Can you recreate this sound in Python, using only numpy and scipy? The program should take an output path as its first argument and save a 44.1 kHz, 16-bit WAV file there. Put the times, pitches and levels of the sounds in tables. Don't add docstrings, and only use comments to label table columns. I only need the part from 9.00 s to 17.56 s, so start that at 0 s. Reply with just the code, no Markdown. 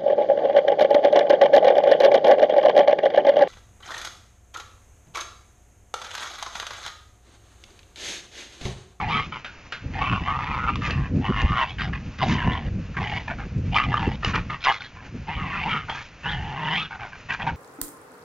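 import sys
import numpy as np
from scipy import signal
from scipy.fft import rfft, irfft, next_fast_len
from scipy.io import wavfile
from scipy.ndimage import uniform_filter1d

SR = 44100
rng = np.random.default_rng(int(sys.argv[2]) if len(sys.argv) > 2 else 0)


def inscribe(sig):
    pcm = np.round(np.clip(np.atleast_2d(sig).T, -1, 1) * 32767)
    wavfile.write(sys.argv[1], SR, pcm.astype(np.int16))


N = 377496
T = np.arange(N) / SR


def amp(db):
    return 10 ** (np.asarray(db) / 20)


def evened(x):
    return x / np.sqrt(np.mean(x ** 2) + 1e-20)


def steadied(x, size=900):
    power = uniform_filter1d(uniform_filter1d(x ** 2, size), size)
    return x / np.sqrt(abs(power) + 1e-12)


def add(mix, start_s, sound):
    part = mix[max(round(start_s * SR), 0):][:len(sound)]
    part += sound[:len(part)]


def coloured(x, points):
    size = next_fast_len(len(x) + 2048)
    hz, db = np.transpose(points)
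    bin_hz = np.fft.rfftfreq(size, 1 / SR) + 1
    gain = amp(np.interp(np.log(bin_hz), np.log(hz), db))
    return evened(irfft(rfft(x, size) * gain, size)[:len(x)])


def noise(count, points):
    return coloured(rng.standard_normal(count), points)


def wander(count, hz):
    return np.interp(np.arange(count) * hz / SR, np.arange(4096), rng.standard_normal(4096))


def resonate(x, hz, width_hz):
    turn = np.exp(2j * np.pi * np.cumsum(hz * np.ones(len(x))) / SR)
    r = np.exp(-np.pi * width_hz / SR)
    envelope = signal.lfilter([1], [1, -2 * r, r * r], x / turn)
    return evened((turn * envelope).real)


def bounced(x, ground_s=0.002723, hop=0.16, ground_db=-3.5):
    at = np.arange(len(x))
    delay_s = ground_s * np.exp(hop * wander(len(x), 7))
    return x + amp(ground_db) * np.interp(at - delay_s * SR, at, x, left=0)


def voice(effort_db, snarl_db, bite_db, first_hz, second_hz, third_hz, pitch_hz, chest_db, rough, third_db):
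    # frequency in Hz, level in dB.
    rasp_colour = [(150, -35.5), (300, -15), (500, -18), (800, 2.5), (2800, -1), (3600, -6.5), (4400, -21),
                   (5500, -18), (6900, -26), (8000, -43)]
    # frequency in Hz, gain in dB.
    throat_dip = [(150, -5), (380, -7.5), (600, 0.5), (850, 1), (1300, -3)]
    usual_effort_db, pitch_rise_per_db = -33, 0.015
    jitter, slip_turns, shimmer_db, judder_db = .2, .18, 4, 3
    quiver_depth, quiver_hz = .045, 80
    puff_turns, leak = .22, .14
    low_puffs, high_puffs = .35, .66
    count, rough = len(effort_db), min(rough, 1)

    pitch_hz = pitch_hz * np.exp(pitch_rise_per_db * (effort_db + snarl_db - usual_effort_db))
    turns = np.cumsum(pitch_hz * np.exp(jitter * rough * wander(count, 90))) / SR
    flaps = np.maximum.accumulate(turns + slip_turns * rough * wander(count, 110))
    rattle = amp(shimmer_db * rough * wander(count, 129.44))
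    slaps = evened(np.diff(np.floor(flaps), prepend=-1))
    opening = leak + np.exp(-(flaps % 1) / puff_turns)

    def drive(puff_share):
        puffs = evened(opening * rng.standard_normal(SR)[:count])
        return rattle * ((1 - puff_share) * slaps + puff_share * puffs)

    def ring(x, hz, width_hz):
        quiver = np.exp(quiver_depth * rough * wander(count, quiver_hz))
        judder = amp(judder_db * rough * wander(count, 90.04))
        return steadied(resonate(x, hz * quiver, width_hz)) * judder

    low, high = bounced(drive(low_puffs)), bounced(drive(high_puffs))
    jaw = amp(0.94) * ring(coloured(low, throat_dip), first_hz, 280)
    lips = amp(-0.6) * (ring(high, second_hz, 520) + amp(third_db) * ring(high, third_hz, 390))
    teeth = ring(drive(1), third_hz + 680, 600) + amp(-5.5) * ring(drive(1), third_hz + 1900, 700)
    edge = amp(bite_db - 4.0) * teeth
    rasp = steadied(coloured(drive(1), rasp_colour)) * amp(-9.0 + .5 * snarl_db)
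    hum = np.sin(2 * np.pi * flaps) + amp(-13) * np.sin(4 * np.pi * flaps)
    chest = steadied(rattle * hum) + amp(-11.5) * ring(low, 427, 110)
    return amp(effort_db) * (jaw + amp(snarl_db) * lips + edge + rasp + amp(chest_db) * chest)


def growl(course, tone):
    s, *columns = np.transpose(course)
    t = np.arange(s[0], s[-1], 1 / SR)
    controls = [np.interp(t, s, column) for column in columns]
    fade = signal.windows.tukey(len(t), min(1, 300 / len(t)))
    return s[0], voice(*controls, *tone) * fade


def buffet(centre_s, db, length_s, hz):
    # frequency in Hz, level in dB.
    gust_colour = [(30, -41), (80, -4), (150, -1.5), (270, -3), (420, -14), (700, -28.5), (1500, -62.5)]
    start_s = max(centre_s - .25, 0)
    t = start_s + T[:SR // 2]
    eddies = steadied(noise(len(t), [(f * hz / 150, level_db) for f, level_db in gust_colour]))
    return start_s, amp(db) * np.exp(-(2 * (t - centre_s) / length_s) ** 2) * eddies


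def wind(lump_db=4):
    # time in seconds, level in dB.
    breeze = [(0, -36), (.28, -40), (.42, -53.5), (.76, -55), (.87, -33), (1.4, -33.5), (2.45, -28),
              (2.7, -42), (3.1, -35.5), (3.5, -28.5), (3.92, -37), (5, -29.5), (5.42, -29.5), (5.7, -53),
              (6.45, -36.5), (7.2, -52), (8.35, -49.5), (8.56, -32.5)]
    # frequency in Hz, level in dB.
    breeze_colour = [(12, -43), (20, -15.5), (49, 0), (123, -2.5), (262, -12.5), (435, -29), (468, -20),
                     (700, -34.5), (910, -63.5), (1540, -120)]
    # centre in seconds, level in dB, length in seconds, strongest frequency in Hz.
    gusts = [(0.068, -26.5, 0.031, 64.6), (0.275, -32, 0.018, 99), (1.125, -21, 0.053, 100),
             (1.218, -22.5, 0.023, 99), (1.76, -30, 0.19, 111), (1.996, -21.5, 0.11, 83),
             (2.17, -18.5, 0.091, 142), (2.303, -16.5, 0.023, 156), (2.512, -19.5, 0.028, 91),
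             (2.88, -27.5, 0.23, 90), (3.319, -21.5, 0.11, 133), (3.48, -19, 0.03, 99),
             (3.765, -26.5, 0.12, 98), (4, -26, 0.044, 103), (4.16, -32.5, 0.039, 90),
             (4.466, -26, 0.011, 140), (4.58, -20, 0.055, 99), (4.688, -25.5, 0.17, 87),
             (4.896, -23.5, 0.053, 88), (5.08, -16.5, 0.021, 140), (6.151, -31, 0.049, 145),
             (6.427, -30, 0.076, 88), (7.387, -30.5, 0.22, 77)]
    eddies = steadied(noise(N, breeze_colour), size=2200)
    level_db = np.interp(T, *np.transpose(breeze)) + lump_db * wander(N, 40)
    rumble = eddies * amp(level_db)
    for row in gusts:
        add(rumble, *buffet(*row))
    return rumble


def air(level_db=-48.5, flutter_db=2):
    # frequency in Hz, level in dB.
    air_colour = [(60, -9.5), (150, -19), (320, -20.5), (1000, -21), (1450, -20), (2000, -21),
                  (2600, -18.5), (3400, -30), (6800, -33.5), (8000, -72.5)]
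    return amp(level_db) * noise(N, air_colour) * amp(flutter_db * wander(N, 30))


def snarl(start_s, length_s, effort_db, snarl_db, first_hz, second_hz):
    rise_s, fall_s = 0.011, 0.017
    sag_db, closing = 3, 0.11
    pitch_hz, chest_db, rough, third_db = 139.3, -5.5, .8, -4
    bite_db = snarl_db - 16.5
    third_hz = second_hz + 637
    t = np.arange(0, length_s + 5 * fall_s, 1 / SR)
    early = .5 - np.minimum(t / length_s, 1)
    gate = np.minimum(t / rise_s, 1) * np.exp(-np.maximum(t - length_s, 0) / fall_s)
    mouth = 1 + closing * early
    sound = voice(effort_db + sag_db * early, snarl_db, bite_db,
                  first_hz * mouth, second_hz * mouth ** .5, third_hz * mouth ** .5,
                  pitch_hz, chest_db, rough, third_db)
    return start_s, gate * sound


def snap(start_s, db, ring_hz, tail_db, crack_s=0.0016, tail_s=0.035):
    # frequency in Hz, level in dB.
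    crack_colour = [(300, -11), (1100, -6.5), (1500, -9.5), (1800, -3.5), (2700, -2), (5500, -20),
                    (8000, -35)]
    t = T[:SR // 5]
    decay = np.exp(-t / crack_s) + amp(tail_db) * np.exp(-t / tail_s)
    burst = rng.standard_normal(len(t)) * decay
    sound = coloured(burst, crack_colour) + amp(-3.5) * resonate(burst, ring_hz, 350)
    return start_s, amp(db) * sound / np.std(sound[:220])


def swells(rows):
    power = 0
    for centre_s, db, length_s in rows:
        fall = 2 * (2 * (T - centre_s) / length_s) ** 2
        power = power + amp(db) ** 2 * np.exp(-np.minimum(fall, 60))
    return np.sqrt(power)


def scuffs_and_ticks(grain_db=4):
    # centre in seconds, level in dB, length in seconds.
    grain_swells = [(1.87, -37, 0.084), (2.418, -30, 0.0085), (3.189, -31.5, 0.0085), (3.31, -32, 0.1),
                    (4.14, -47.5, 0.35), (5.28, -34, 0.08), (5.65, -30, 0.0079), (5.74, -40.5, 0.054),
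                    (5.84, -46, 0.043), (6.98, -42.5, 0.19), (8.34, -40.5, 0.039)]
    # frequency in Hz, level in dB.
    grain_colour = [(300, -11), (800, -1.5), (1600, 1), (2600, 5), (3700, -1.5), (5000, -7), (6800, -9.5),
                    (8000, -47)]
    grains = rng.standard_normal(N) * amp(grain_db * wander(N, 400))
    return swells(grain_swells) * coloured(grains, grain_colour)


def garden(x, t60_s=0.24, wet_db=-16):
    t = T[:SR // 2]
    taps = rng.standard_normal(len(t)) * (t > .004) * amp(-60 * t / t60_s)
    return amp(wet_db) * signal.fftconvolve(x, taps / np.linalg.norm(taps))[:N]


def scene():
    # time in seconds, effort in dB,
    # snarl (second and third resonance over the first, before fixed trims) in dB,
    # bite (harsh edge over the first resonance, before fixed trims) in dB,
    # first, second and third resonance in Hz.
    courses = [
        [(0.0, -26, -9.5, -16, 1090, 2090, 2310), (0.065, -35.5, -4, -15, 750, 2000, 2260),
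         (0.115, -28, -2, -11, 1060, 2250, 3000), (0.17, -26.5, -0.5, -16, 1320, 2250, 3100),
         (0.198, -25.5, -7, -21, 1160, 2150, 3150), (0.215, -33.5, 1.5, -12, 1170, 2200, 3020),
         (0.275, -52, 4, -8, 1310, 2550, 3350)],
        [(0.935, -46.5, 5, 2, 900, 1950, 2420), (0.97, -34.5, -2, -15, 700, 1950, 2300),
         (1.02, -24.5, -7.5, -18, 1110, 2150, 2700), (1.07, -29, -3.5, -25, 1200, 2500, 2760),
         (1.16, -29, -6.5, -25, 1195, 2560, 2840), (1.225, -44.5, 2.5, -9, 880, 1930, 2700),
         (1.255, -36, -2.5, -18, 990, 2090, 2850), (1.278, -25.5, -8, -32.5, 1080, 2160, 3000),
         (1.35, -28.5, -9.5, -32, 1126, 2080, 2550), (1.45, -33.5, -1.5, -12, 1080, 2150, 2530),
         (1.56, -28.5, -7.5, -22, 1176, 2150, 2500), (1.655, -29, -10.5, -35.5, 1320, 2160, 2580),
         (1.7, -23, -11, -32.5, 1210, 2400, 2700), (1.72, -41.5, 1.5, -16, 1090, 2420, 2640),
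         (1.752, -51.5, 7, -12.5, 1060, 2400, 2640)],
        [(2.2, -53.5, -5, -9, 700, 1850, 2700), (2.25, -29.5, -4, -28, 970, 1960, 2780),
         (2.32, -35, -6.5, -19.5, 1256, 1940, 2950), (2.4, -30, 2.5, -23, 1100, 1970, 2700),
         (2.445, -40.5, 3.5, -13, 880, 1980, 2670), (2.5, -30.5, -5.5, -21.5, 1220, 1990, 3050),
         (2.535, -25, -12.5, -28, 1230, 2000, 2900), (2.56, -30, -5, -22, 1220, 2000, 3100),
         (2.57, -25.5, -4.5, -31, 1220, 1950, 3100), (2.63, -22.5, -3, -28, 1060, 1970, 2800),
         (2.665, -48, 5.5, 0, 860, 2040, 2600), (2.71, -46.5, 7, -3, 910, 2450, 3260),
         (2.76, -65, 9.5, -8, 950, 2350, 3350)],
        [(2.783, -36.5, 1, -13, 1650, 2300, 2900), (2.81, -29.5, -4, -11, 1510, 2200, 3000),
         (2.832, -35, 4, -4.5, 1000, 1980, 3020), (2.86, -43.5, 4, 2, 750, 1770, 2930),
         (2.895, -51, -3, -4, 750, 1560, 2720)],
        [(3.18, -58.5, 4, 11, 1300, 2200, 2700), (3.2, -32.5, 0, -13, 1320, 1880, 2650),
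         (3.23, -21, -7.5, -12, 880, 1920, 2970), (3.26, -32, -8, -13, 696, 1950, 2880),
         (3.32, -35.5, 0.5, -8, 1060, 2030, 2940), (3.41, -36.5, 4, -21, 1040, 1730, 2800),
         (3.46, -31.5, -2.5, -29, 960, 1840, 2760), (3.57, -34.5, -1, -26, 970, 1950, 3090),
         (3.62, -45, -3.5, -13, 800, 1900, 2800), (3.69, -59.5, 15.5, 1.5, 760, 1760, 2800)],
        [(3.942, -53, 3, -16, 1450, 1750, 2400), (3.965, -42, -0.5, -20, 1300, 1770, 2200),
         (3.97, -30, -0.5, -33, 1160, 1800, 1990), (4.0, -34, -3, -27, 1040, 1900, 2290),
         (4.033, -28.5, -7, -12, 930, 2100, 2750), (4.055, -38.5, 3, -15, 834, 2140, 2800),
         (4.18, -36, 2.5, -7, 880, 2060, 2840), (4.24, -59, 1.5, -10, 810, 2000, 2700)],
        [(4.715, -55.5, 10.5, -8, 850, 2500, 2920), (4.742, -27.5, -0.5, -14, 710, 2280, 2930),
         (4.772, -22, -0.5, -8, 1290, 2110, 2850), (4.808, -26.5, -0.5, -17, 1230, 1900, 2590),
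         (4.85, -35.5, 4, -15, 1180, 2520, 3000), (4.875, -43.5, 1.5, -7, 620, 2270, 2550),
         (4.915, -33.5, -4, -21, 820, 2000, 2710), (4.938, -26, -6, -20, 1170, 1550, 2820),
         (4.975, -28, -4.5, -22, 1230, 1600, 2840), (4.992, -30.5, -6, -17, 1020, 1690, 2740),
         (5.04, -31.5, -2, -15, 930, 1750, 2580), (5.11, -37, -3.5, -13, 950, 1980, 2770),
         (5.165, -54, 6, 4.5, 1040, 2210, 3000)],
        [(5.605, -54.5, 6.5, 5, 1450, 2400, 3200), (5.636, -48.5, 10, 7, 1450, 2400, 3200),
         (5.645, -36, 11, 11, 1450, 2480, 3240), (5.66, -23.5, 0.5, -9, 1240, 2130, 3050),
         (5.674, -20, -4.5, -18, 970, 1950, 2750), (5.71, -20.5, -1.5, -27, 930, 1950, 2970),
         (5.724, -28.5, -9, -10, 1320, 2090, 3350), (5.75, -38.5, 0.5, -6, 1370, 2200, 3450),
         (5.79, -53, 8, 0, 1350, 2100, 3500)],
        [(6.268, -53, 1, -7, 850, 2300, 2900), (6.288, -28.5, -7, -22, 870, 1900, 2370),
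         (6.35, -42, 5.5, -19, 1010, 2280, 3100), (6.42, -33.5, -4.5, -32, 1260, 2050, 2600),
         (6.48, -39.5, 3, -10.5, 970, 2180, 2540), (6.56, -33.5, 1.5, -20, 1300, 1860, 2430),
         (6.63, -38.0, 7, -4, 860, 2360, 2690), (6.668, -26, -10.5, -18.5, 880, 2050, 2580),
         (6.71, -32.5, 5.5, -22.5, 1320, 2150, 2980), (6.77, -27.5, -4.5, -21, 1350, 2080, 2860),
         (6.86, -52.5, 1, -15, 1320, 2150, 2900)],
        [(7.232, -53.5, 12.5, -5, 950, 1700, 2580), (7.26, -32.5, 2, -40, 910, 1670, 2750),
         (7.305, -37.5, 8, -12, 900, 1720, 3300), (7.39, -40, -1.5, -27, 810, 1790, 2900),
         (7.55, -35.5, -6, -32, 930, 1850, 2830), (7.69, -30, -2, -18, 960, 1880, 2870),
         (7.755, -33, 6.5, -8, 880, 1920, 3140), (7.79, -34.5, 7.5, -10, 1120, 2660, 3240),
         (7.86, -40, 1.5, -13, 1510, 2750, 3500), (7.89, -57, 3, -11, 1550, 2700, 3500)],
    ]
    # pitch at usual effort in Hz, chest hum relative to
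    # effort in dB, roughness 0-1, third resonance over the second in dB.
    tones = [(160.3, -5.5, .55, -4), (140.2, -17.5, .85, -5.5), (110.5, -25, 0.5, -2), (86, -13, 0.87, -6),
             (126.1, -3.5, .85, -4), (126.8, -0.5, 1, -4), (111.2, -18, 0.96, -3.5), (111.2, -29, .45, -5),
             (168.3, -5, 0.6, -3.5), (163.2, -2.5, .6, -2)]
    # start in seconds, length before release in seconds,
    # mid-hold effort in dB, snarl in dB, mid-hold first and second resonance in Hz.
    short_snarls = [(0.317, 0.056, -36, -1.5, 1200, 2300), (1.81, 0.098, -34.5, 2, 1205, 1840),
                    (1.919, 0.16, -42.5, 0, 1070, 1830), (2.789, 0.024, -35.5, 1.5, 1500, 2020),
                    (2.865, 0.024, -44.5, 2.5, 760, 1450), (2.925, 0.042, -40, 5.5, 1100, 1910),
                    (4.273, 0.048, -37, 4, 806, 1700), (4.377, 0.062, -44.5, 3.5, 880, 1580),
                    (5.224, 0.088, -34.5, 1.5, 1250, 1750), (5.332, 0.038, -26, 0, 1200, 1790),
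                    (5.494, 0.05, -33, -1, 1210, 1990), (5.798, 0.012, -37.5, -1.5, 1570, 3550),
                    (5.83, 0.033, -44.5, -0.5, 1820, 3440), (5.941, 0.12, -51.5, 2.5, 980, 1650),
                    (6.878, 0.041, -34.5, 0.5, 870, 1340), (6.938, 0.071, -42.5, 5.5, 1107, 1670),
                    (7.901, 0.056, -43.5, 6.5, 890, 1500), (7.99, 0.074, -40, 1.5, 860, 1540),
                    (8.116, 0.036, -50, 9.5, 980, 1710), (8.286, 0.057, -36.5, 7.5, 1030, 1780),
                    (8.39, 0.051, -33, -5, 866, 1810), (8.411, 0.0075, -40, 11, 900, 2570),
                    (8.461, 0.029, -25, -2.5, 920, 1600)]
    # start in seconds, level in dB, ring in Hz, tail relative to crack in dB.
    sharp_snaps = [(0.446, -31.5, 1500, 8), (0.723, -28, 1500, -6), (1.757, -26, 1140, -18.5),
                   (1.908, -24.5, 2700, -15), (2.789, -35.5, 1660, -3.5), (5.247, -18.5, 2880, -25),
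                   (5.357, -22.5, 1280, -15), (5.821, -33, 2260, -26), (6.897, -27.5, 3280, -9.5)]
    close = scuffs_and_ticks()
    for course, tone in zip(courses, tones):
        add(close, *growl(course, tone))
    for row in short_snarls:
        add(close, *snarl(*row))
    for row in sharp_snaps:
        add(close, *snap(*row))
    mix = close + garden(close) + wind() + air()
    return np.array([mix, mix])


def record(dry):
    lagged = np.array([np.append(0, dry[0, :-1]), dry[1]])
    low_pass = signal.firwin(255, 7500, window=("kaiser", 8), fs=SR)
    return signal.oaconvolve(lagged, low_pass[None], "same")


dry = scene()
out = record(dry)
inscribe(out)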